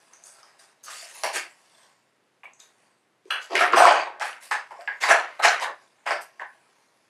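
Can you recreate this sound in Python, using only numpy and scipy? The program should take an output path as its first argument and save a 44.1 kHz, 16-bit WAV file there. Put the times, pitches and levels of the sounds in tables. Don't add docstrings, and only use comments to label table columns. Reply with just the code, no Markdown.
import sys
import numpy as np
from scipy import signal
from scipy.fft import rfft, irfft
from scipy.io import wavfile

SR = 44100
rng = np.random.default_rng(int(sys.argv[2]) if len(sys.argv) > 2 else 0)


def wrap_up_sound(samples):
    columns = np.atleast_2d(samples).T
    tamed = np.clip(columns, -1, 1)
    steps = np.round(tamed * 32767).astype(np.int16)
    wavfile.write(sys.argv[1], SR, steps)


N = 313061


def from_db(db):
    return np.exp(np.asarray(db) * np.log(10) / 20)


def unit_rms(x):
    return x / np.sqrt(np.mean(x ** 2) + 1e-20)


def at_hz(points, hz):
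    frequencies, values = np.transpose(points)
    return np.interp(np.log(hz), np.log(frequencies), values)


def butterworth(x, order, hz, kind):
    return signal.sosfilt(signal.butter(order, hz, kind, fs=SR, output="sos"), x)


def coloured_noise(spectrum):
    hz = np.maximum(np.arange(N // 2 + 1) * SR / N, 1)
    return unit_rms(irfft(rfft(rng.standard_normal(N)) * from_db(at_hz(spectrum, hz)), N))


def wander(rate_hz):
    steps = rng.standard_normal(int(N / SR * rate_hz) + 2)
    return np.interp(np.arange(N) * rate_hz / SR, np.arange(len(steps)), steps)


def impulses(start_s, heights):
    out = np.zeros(N)
    out[(start_s * SR).astype(int)] = heights
    return out


def resonator(force, hz, t60_s):
    radius, angle = from_db(-60 / (max(t60_s, .005) * SR)), 2 * np.pi * hz / SR
    return signal.lfilter([0, np.sin(angle)], [1, -2 * radius * np.cos(angle), radius ** 2], force + 1e-18)


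def strike(start_s, level_db, pitch_hz, modes, reach_octaves, spread_db, contact_cycles=6):
    mode_hz, mode_db, t60_s = np.transpose(modes)
    detuning = np.log2(mode_hz / pitch_hz[:, None]) / reach_octaves
    share = from_db(mode_db - 9 * detuning ** 2 + spread_db * rng.standard_normal(detuning.shape))
    share *= from_db(level_db)[:, None] / np.sqrt((share ** 2).sum(axis=1, keepdims=True))
    share *= rng.choice([-1, 1], share.shape)
    out = np.zeros(N)
    for k, hz in enumerate(mode_hz):
        push = resonator(impulses(start_s, share[:, k]), hz, contact_cycles / hz)
        out += resonator(push, hz, t60_s[k]) * 2 * np.log(1000) * hz / (contact_cycles * SR)
    return out


# frequency_hz, density_db
ROOM_TONE_SPECTRUM = [(15, -60), (25, -32), (70, -29.5), (113, -3), (306, -1), (350, 0.5), (829, -3.5),
                      (1960, -6.5), (4290, -15.5), (6960, -19.5), (11000, -21.5), (15600, -45.5)]

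def room_tone(level_db=-69):
    return from_db(level_db) * coloured_noise(ROOM_TONE_SPECTRUM)


# time_s, tube_db, hiss_db
HANDLING = [(0, -68.5, -65), (.5, -63.5, -68.5), (.8, -75.5, -76.5), (1.5, -100, -76.5),
            (1.619, -72.5, -68), (1.84, -62, -63.5), (1.95, -71.5, -73), (2.3, -91, -89.5),
            (2.86, -70, -70), (3.2, -100, -99), (3.28, -69, -68.5), (4.15, -74, -77.5), (4.698, -64, -67.5),
            (5.35, -62, -65), (5.88, -72, -71.5), (6.03, -68, -72.5), (6.55, -66.5, -71),
            (7.1, -75.5, -75.5)]
# start_s, rise_s, fade_s, air_hz, air_db, wall_hz, wall_db, hiss_db, tilt_db_per_octave
STROKES = [(0.125, 0.01, 0.14, 700, -61, 1600, -58.5, -62.5, 3),
           (0.225, 0.039, 0.48, 520, -60, 1390, -60, -57, 6.5),
           (0.38, 0.0072, 0.16, 850, -71, 1290, -57, -60, -1),
           (0.585, 0.011, 0.37, 600, -63.5, 1560, -59, -59.5, 3.5),
           (0.832, 0.016, 0.22, 686, -61, 1360, -57, -49.5, 8.5),
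           (0.859, 0.022, 0.23, 1100, -99, 1340, -45.5, -47.5, -3),
           (0.885, 0.026, 1, 690, -63, 2240, -47.5, -43.5, 2.5),
           (1.10, 0.075, 0.96, 890, -54.5, 1900, -55, -51, 6),
           (1.235, 0.0019, 0.19, 860, -25.5, 1870, -28, -41, 9),
           (1.327, 0.038, 0.19, 480, -34, 2000, -29.5, -32.5, 0),
           (2.434, 0.0054, 0.2, 910, -49.5, 2240, -53.5, -74, 11),
           (2.59, 0.0073, 0.45, 700, -68.5, 1780, -62.5, -59.5, 0.5),
           (3.302, 0.02, 0.24, 900, -62, 1560, -32, -63, 15),
           (3.405, 0.028, 0.21, 700, -57, 1510, -63, -49.5, -2.5),
           (3.498, 0.043, 0.62, 503, -21, 2140, -39.5, -45, -10.5),
           (3.551, 0.0037, 0.35, 694, -36, 2130, -20.5, -31, -7.5),
           (3.588, 0.021, .25, 700, -34.5, 1360, -18, -31, -5),
           (3.723, 0.013, 0.11, 400, -12, 1400, -18.5, -33, -13),
           (3.752, 0.034, 0.4, 730, -15.5, 1350, -18, -24, -6),
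           (3.84, 0.039, 0.36, 700, -20, 1560, -24, -31.5, -12.5),
           (3.95, 0.016, .25, 780, -30.5, 1580, -46, -48, -37),
           (4.198, 0.025, 0.26, 630, -52, 1580, -31, -36.5, -5.5),
           (4.24, 0.016, 0.27, 897, -59, 1910, -39, -42.5, 5),
           (4.405, 0.034, 0.27, 896, -57.5, 2420, -53, -48.5, 5.5),
           (4.509, 0.0091, 0.2, 910, -58, 1670, -27.5, -35.5, -4.5),
           (4.705, 0.019, 0.16, 880, -42.5, 1710, -50, -63.5, 4),
           (4.78, 0.039, 0.11, 650, -52, 1720, -48.5, -66.5, 15),
           (4.876, 0.0024, 0.2, 900, -48.5, 1760, -38, -78.5, -6.5),
           (5.004, 0.027, 0.45, 704, -43, 1780, -28.5, -33, -4.5),
           (5.077, 0.03, 0.27, 790, -23, 1660, -18, -28.5, -5),
           (5.391, 0.0093, 0.12, 750, -35.5, 1450, -33, -57, 10),
           (5.422, 0.029, 0.27, 730, -49.5, 1700, -16, -24.5, -4.5),
           (5.596, 0.036, 0.15, 900, -29, 1790, -35, -33.5, -6),
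           (5.65, 0.035, 0.12, 670, -30.5, 1654, -57, -58, -11),
           (5.8, 0.032, 0.14, 676, -59, 1700, -65, -75, -3),
           (6.057, 0.02, 0.23, 750, -39, 1860, -28, -46, -2),
           (6.088, 0.028, 0.19, 715, -28.5, 1610, -29, -42, -4),
           (6.205, .015, 0.18, 625, -60, 1545, -68.5, -51, 7),
           (6.393, 0.024, 0.099, 900, -39.5, 1670, -40.5, -65, 2)]

def friction_envelopes(onset_db=-17.5, fade_exponent=1.204, dulling_db_per_octave=7):
    t = np.arange(N) / SR
    time_s, tube_db, rustle_db = np.transpose(HANDLING)
    power = from_db([2 * np.interp(t, time_s, db) for db in (tube_db, tube_db, rustle_db)])
    colour = power * [[750], [1700], [-1.6]]
    fade_speed = np.array([[1], [1], [1.367]])
    for start_s, rise_s, fade_s, air_hz, air_db, wall_hz, wall_db, hiss_db, tilt in STROKES:
        rise_s = max(rise_s, .002)
        span = slice(int(start_s * SR), int((start_s + rise_s + 2 * fade_s) * SR))
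        swell_db = onset_db * np.clip(1 - (t[span] - start_s) / rise_s, 0, 1) ** 2
        age = np.maximum(t[span] - start_s - rise_s, 0) / fade_s
        fade_db = -40 * (fade_speed * age) ** fade_exponent
        stroke_power = from_db(2 * (np.array([[air_db], [wall_db], [hiss_db]]) + swell_db + fade_db))
        power[:, span] += stroke_power
        colour[:, span] += stroke_power * np.broadcast_arrays(
            air_hz, wall_hz, tilt - dulling_db_per_octave * age)
    return np.sqrt(power), colour / power


# frequency_hz, density_db
FRICTION_SPECTRUM = [(1470, -34), (2500, -11.5), (3700, -14), (4800, -10), (6130, -12.5), (9410, -13.5),
                     (11300, -20), (15600, -40.5)]

def crackle(snaps_per_s=120, t60_cycles=49):
    snaps = (rng.random(N) < snaps_per_s / SR) * from_db(4 * np.minimum(rng.exponential(1, N), 3))
    pitch_index = rng.integers(0, 14, N)
    out = 0
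    for k, hz in enumerate(np.geomspace(3500, 12500, 14)):
        ringing = resonator(snaps * (pitch_index == k), hz, t60_cycles / hz)
        out += from_db(at_hz(FRICTION_SPECTRUM, hz)) * ringing
    return unit_rms(out)


def friction_hiss(slips, tilt_db_per_octave):
    puffs = unit_rms(signal.lfilter([1], [1, -.97], np.abs(slips)))
    snaps = from_db(-6) * crackle()
    noises = [unit_rms((puffs + 2) * coloured_noise(FRICTION_SPECTRUM)) + snaps for _ in range(2)]
    out, edges_hz = 0, 2000 * 2. ** np.arange(0, 3.01, .125)
    for k, (low, high) in enumerate(zip(edges_hz, edges_hz[1:])):
        band = butterworth(noises[k % 2], 2, [low, high], "band")
        flicker_db = 2.4 * wander(25) + 3.5 * wander(6)
        out += band * from_db(flicker_db + tilt_db_per_octave * np.log2(low / 5000))
    return out


def chatter(slips, modes, pitch_hz, selectivity_db, cutoff_hz):
    out, power = 0, 1e-12
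    for k, (hz, mode_db, t60_s) in enumerate(modes):
        share = from_db(mode_db - selectivity_db * np.log2(hz / pitch_hz) ** 2 + 3 * wander(18))
        out += share * unit_rms(resonator(slips[k % 2], hz, t60_s))
        power += share ** 2
    return butterworth(out / np.sqrt(power), 4, cutoff_hz, "low")


# frequency_hz, level_db, t60_s
AIR_MODES = [(295, -4.5, 0.025), (368, 8, 0.033), (480, -8, 0.015), (593.7, -10, 0.063),
             (675.6, -3.5, 0.073), (730, -4.5, 0.02), (821.2, 1, 0.033), (967, -1.5, 0.044),
             (1003, -0.5, 0.058), (1100, 8.5, 0.018)]
# frequency_hz, level_db, t60_s
WALL_MODES = [(1243, 2.5, 0.036), (1310, 6, 0.014), (1363, 2.5, 0.024), (1542, 5, 0.019),
              (1678, -1.5, 0.061), (1760, -0.5, 0.036), (1887, 6, 0.011), (2084, 3, 0.019),
              (2240, 3.5, 0.012), (2420, 0, 0.025), (2644, 3.5, 0.016), (2920, -4, 0.032),
              (3330, -3, 0.019)]

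def slides(slips_per_s=1500):
    (air_gain, wall_gain, hiss_gain), (air_hz, wall_hz, tilt) = friction_envelopes()
    slipping = rng.random((2, N)) < slips_per_s / SR
    slips = slipping * from_db(3.03 * np.minimum(rng.exponential(1, (2, N)), 4))
    slips *= rng.choice([-1, 1], (2, N))
    air = chatter(slips, AIR_MODES, air_hz, selectivity_db=13, cutoff_hz=2530)
    wall = chatter(slips, WALL_MODES, wall_hz, selectivity_db=27.7, cutoff_hz=4140)
    return air_gain * air + wall_gain * wall + hiss_gain * friction_hiss(slips[0], tilt)


# frequency_hz, level_db, t60_s
METAL_MODES = [(3730, 0.5, 0.0069), (4100, -4.5, 0.033), (4620, -2, 0.018), (5080, -5, 0.02),
               (5600, -11.5, 0.043), (6100, 4.5, 0.012), (6430, 4.5, 0.0086), (7000, -11, 0.039),
               (7830, 9, 0.0044), (8820, 33, 0.012), (10800, 14, 0.0075), (12200, 8.5, 0.0047)]
# start_s, level_db, pitch_hz
TINKLES = [(0.135, -45, 6140), (0.238, -43, 6960), (0.2685, -49, 8600), (0.305, -54, 7100),
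           (0.4299, -53, 5200), (0.838, -44.5, 6440), (2.5346, -52, 6900), (2.601, -47.5, 6940),
           (2.604, -43, 3660), (3.3051, -32.5, 4100), (3.31, -45.5, 5470), (3.307, -44.5, 8800),
           (3.309, -46.5, 11500), (4.8773, -53, 4620), (5.0385, -30, 4830), (5.3945, -43.5, 4030),
           (6.0736, -40.5, 5000), (6.1064, -34.5, 5130)]

def tinkles():
    start_s, level_db, pitch_hz = np.transpose(TINKLES)
    return strike(start_s, level_db - 3, pitch_hz, METAL_MODES, reach_octaves=.15, spread_db=2.5)


# start_s, level_db, air_hz, wall_hz, wall_over_air_db, crack_over_air_db
KNOCKS = [(0.431, -52, 970, 1280, 12, 18), (0.882, -53, 1140, 1250, 24.5, 3),
          (1.026, -38.5, 636, 2000, -3, -8), (1.2355, -20, 620, 1700, -12, 16),
          (1.359, -30, 1020, 1540, 6.5, -10), (2.434, -41.5, 900, 2300, 6, -13),
          (3.255, -24.5, 353, 2330, -39, -22), (3.305, -38, 1170, 1400, 27, 13),
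          (3.307, -46.5, 1100, 3010, 27, -15), (3.32, -41.5, 1100, 1440, 22.5, -4),
          (3.508, -13, 355, 1233, -21.5, -17), (3.553, -25, 720, 2500, 9.5, 0),
          (3.608, -11, 706, 1520, -10, -13), (3.734, -5, 1080, 1320, 0, -20),
          (3.771, -5.5, 713, 1310, -6.5, -20), (3.803, -3, 700, 1430, 0, -28.5),
          (3.8535, -0.5, 1030, 1137, -11, -7), (3.863, -12, 756, 1240, 1.5, -19),
          (3.876, -0.5, 700, 1200, -58.5, -30.5), (3.91, -9.5, 700, 1552, 1, -22),
          (4.198, -33, 634, 1650, -18, 12.5), (4.211, -17.5, 792, 1700, -4.5, -9),
          (4.512, -13, 930, 1670, -0.5, 1.5), (4.531, -23, 830, 1720, 2.5, -9),
          (4.708, -29.5, 850, 1920, -11, -9), (4.79, -28.5, 590, 1170, -24.5, -35),
          (4.875, -27, 875, 1784, 9.5, -41), (5.017, -37, 1090, 1640, 6.5, 7),
          (5.036, -9.5, 900, 1830, -1, -51), (5.109, -5, 694, 1665, 1, -16),
          (5.396, -15, 760, 1176, 1.5, -39), (5.447, -3.5, 758, 1790, -6, -21),
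          (5.643, -26, 980, 1660, 8.5, -17), (6.064, -19.5, 740, 1900, -14, -1.5),
          (6.073, -21, 900, 1930, 2, -19), (6.107, -18.5, 595, 1460, 8.5, -28),
          (6.396, -35.5, 903, 1790, 10, -2), (6.418, -30, 858, 1630, 1.5, -34)]

def knocks(crack_t60_s=0.0052):
    start_s, level_db, air_hz, wall_hz, wall_over_air_db, crack_over_air_db = np.transpose(KNOCKS)
    air_db = level_db - 2.5
    air = strike(start_s, air_db, air_hz, AIR_MODES, reach_octaves=.27, spread_db=2.2)
    wall = strike(start_s, air_db + wall_over_air_db, wall_hz, WALL_MODES, reach_octaves=.26, spread_db=2.2)
    contacts = impulses(start_s, from_db(level_db + crack_over_air_db - 5))
    decay = signal.lfilter([1], [1, -from_db(-60 / (crack_t60_s * SR))], contacts + 1e-18)
    burst = decay * coloured_noise(FRICTION_SPECTRUM)
    crack = signal.lfilter([.25], [1, -1, .25], burst)
    return air + wall + crack


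# start_s, level_db, pitch_hz
TICKS = [(0.935, -29, 4000), (1.018, -32, 11000), (1.047, -32, 5490), (1.112, -33, 8000),
         (1.153, -30, 12000), (1.21, -38, 12500), (1.2356, -24, 2500), (1.237, -16, 5800),
         (3.554, -17, 7000), (3.724, -27, 7000), (3.735, -4.5, 1355), (3.853, -1, 1100), (3.855, -15, 8500),
         (3.924, -20, 8000), (4.33, -27, 2900), (4.81, -35, 4650), (4.876, -20, 2690), (5.427, -34, 8000),
         (5.599, -24, 5900)]

def ticks(t60_cycles=22):
    out = np.zeros(N)
    t = np.arange(SR // 100) / SR
    for start_s, level_db, hz in TICKS:
        envelope = (1 - np.exp(-2 * hz * t)) * from_db(level_db - 60 * t * hz / t60_cycles)
        out[int(start_s * SR):][:len(t)] += envelope * np.sin(2 * np.pi * hz * t)
    return out


# frequency_hz, level_db, t60_s
FREE_PIPE_MODES = [(670, 0, 0.23), (718, 0.5, 0.39), (845, 0, 0.6), (1510, 1, 0.35), (1640, -2, 0.25),
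                   (1743, -3, 0.2), (2290, 0, 0.07)]
# start_s, level_db, pitch_hz
FREE_PIPE_BLOWS = [(2.455, -40, 2290), (3.306, -30, 1510), (3.605, -20, 697), (3.805, -10.5, 699),
                   (3.876, -15.5, 703), (3.912, -27.5, 845), (4.215, -34, 1690), (4.512, -28, 1685),
                   (4.8775, -27.5, 1610), (5.109, -22, 1630), (5.11, -15.5, 670), (5.45, -20, 679),
                   (5.45, -22.5, 1660), (6.108, -27, 681)]

def free_pipe_rings():
    start_s, level_db, pitch_hz = np.transpose(FREE_PIPE_BLOWS)
    return strike(start_s, level_db, pitch_hz, FREE_PIPE_MODES, reach_octaves=.06, spread_db=1)


# start_s, level_db
LOW_THUMPS = [(3.852, -37.5)]

def low_thump():
    start_s, level_db = np.transpose(LOW_THUMPS)
    return resonator(impulses(start_s, from_db(level_db + 7.5)), hz=170, t60_s=0.015)


# frequency_hz, t60_s
REVERB_TIMES = [(200, 0.069), (700, 0.25), (2000, 0.25), (5000, 0.28), (12000, 0.21)]

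def reverberation(x, delay_s=0.0021, build_s=0.007, decay_exponent=1.28):
    t = np.arange(SR // 2) / SR
    tail, edges_hz = 0, 80 * 2. ** np.arange(0, 8, .5)
    for low, high in zip(edges_hz, edges_hz[1:]):
        band = butterworth(rng.standard_normal(len(t)), 2, [low, high], "band")
        t60_s = at_hz(REVERB_TIMES, np.sqrt(low * high))
        tail += band * from_db(-60 * (t / t60_s) ** decay_exponent)
    tail *= np.clip((t - delay_s) / build_s, 0, 1)
    return signal.fftconvolve(x, tail / np.sqrt(np.sum(tail ** 2)))[:N]


def scene():
    sources = [knocks(), tinkles(), slides(), ticks() + free_pipe_rings()]
    blows, metal, rubbing, ticks_and_rings = butterworth(sources, 4, 494, "high")
    direct = blows + metal + rubbing + ticks_and_rings
    reflected = reverberation(blows + from_db(-2) * metal + from_db(-16.5) * rubbing)
    return (direct + reflected + low_thump() + room_tone())[None]


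def record(dry, stopband_hz=15850):
    clipped = np.clip(dry, -1, 1)
    return signal.sosfilt(signal.cheby2(20, 60, stopband_hz, fs=SR, output="sos"), clipped)


dry = scene()
out = record(dry)
wrap_up_sound(out)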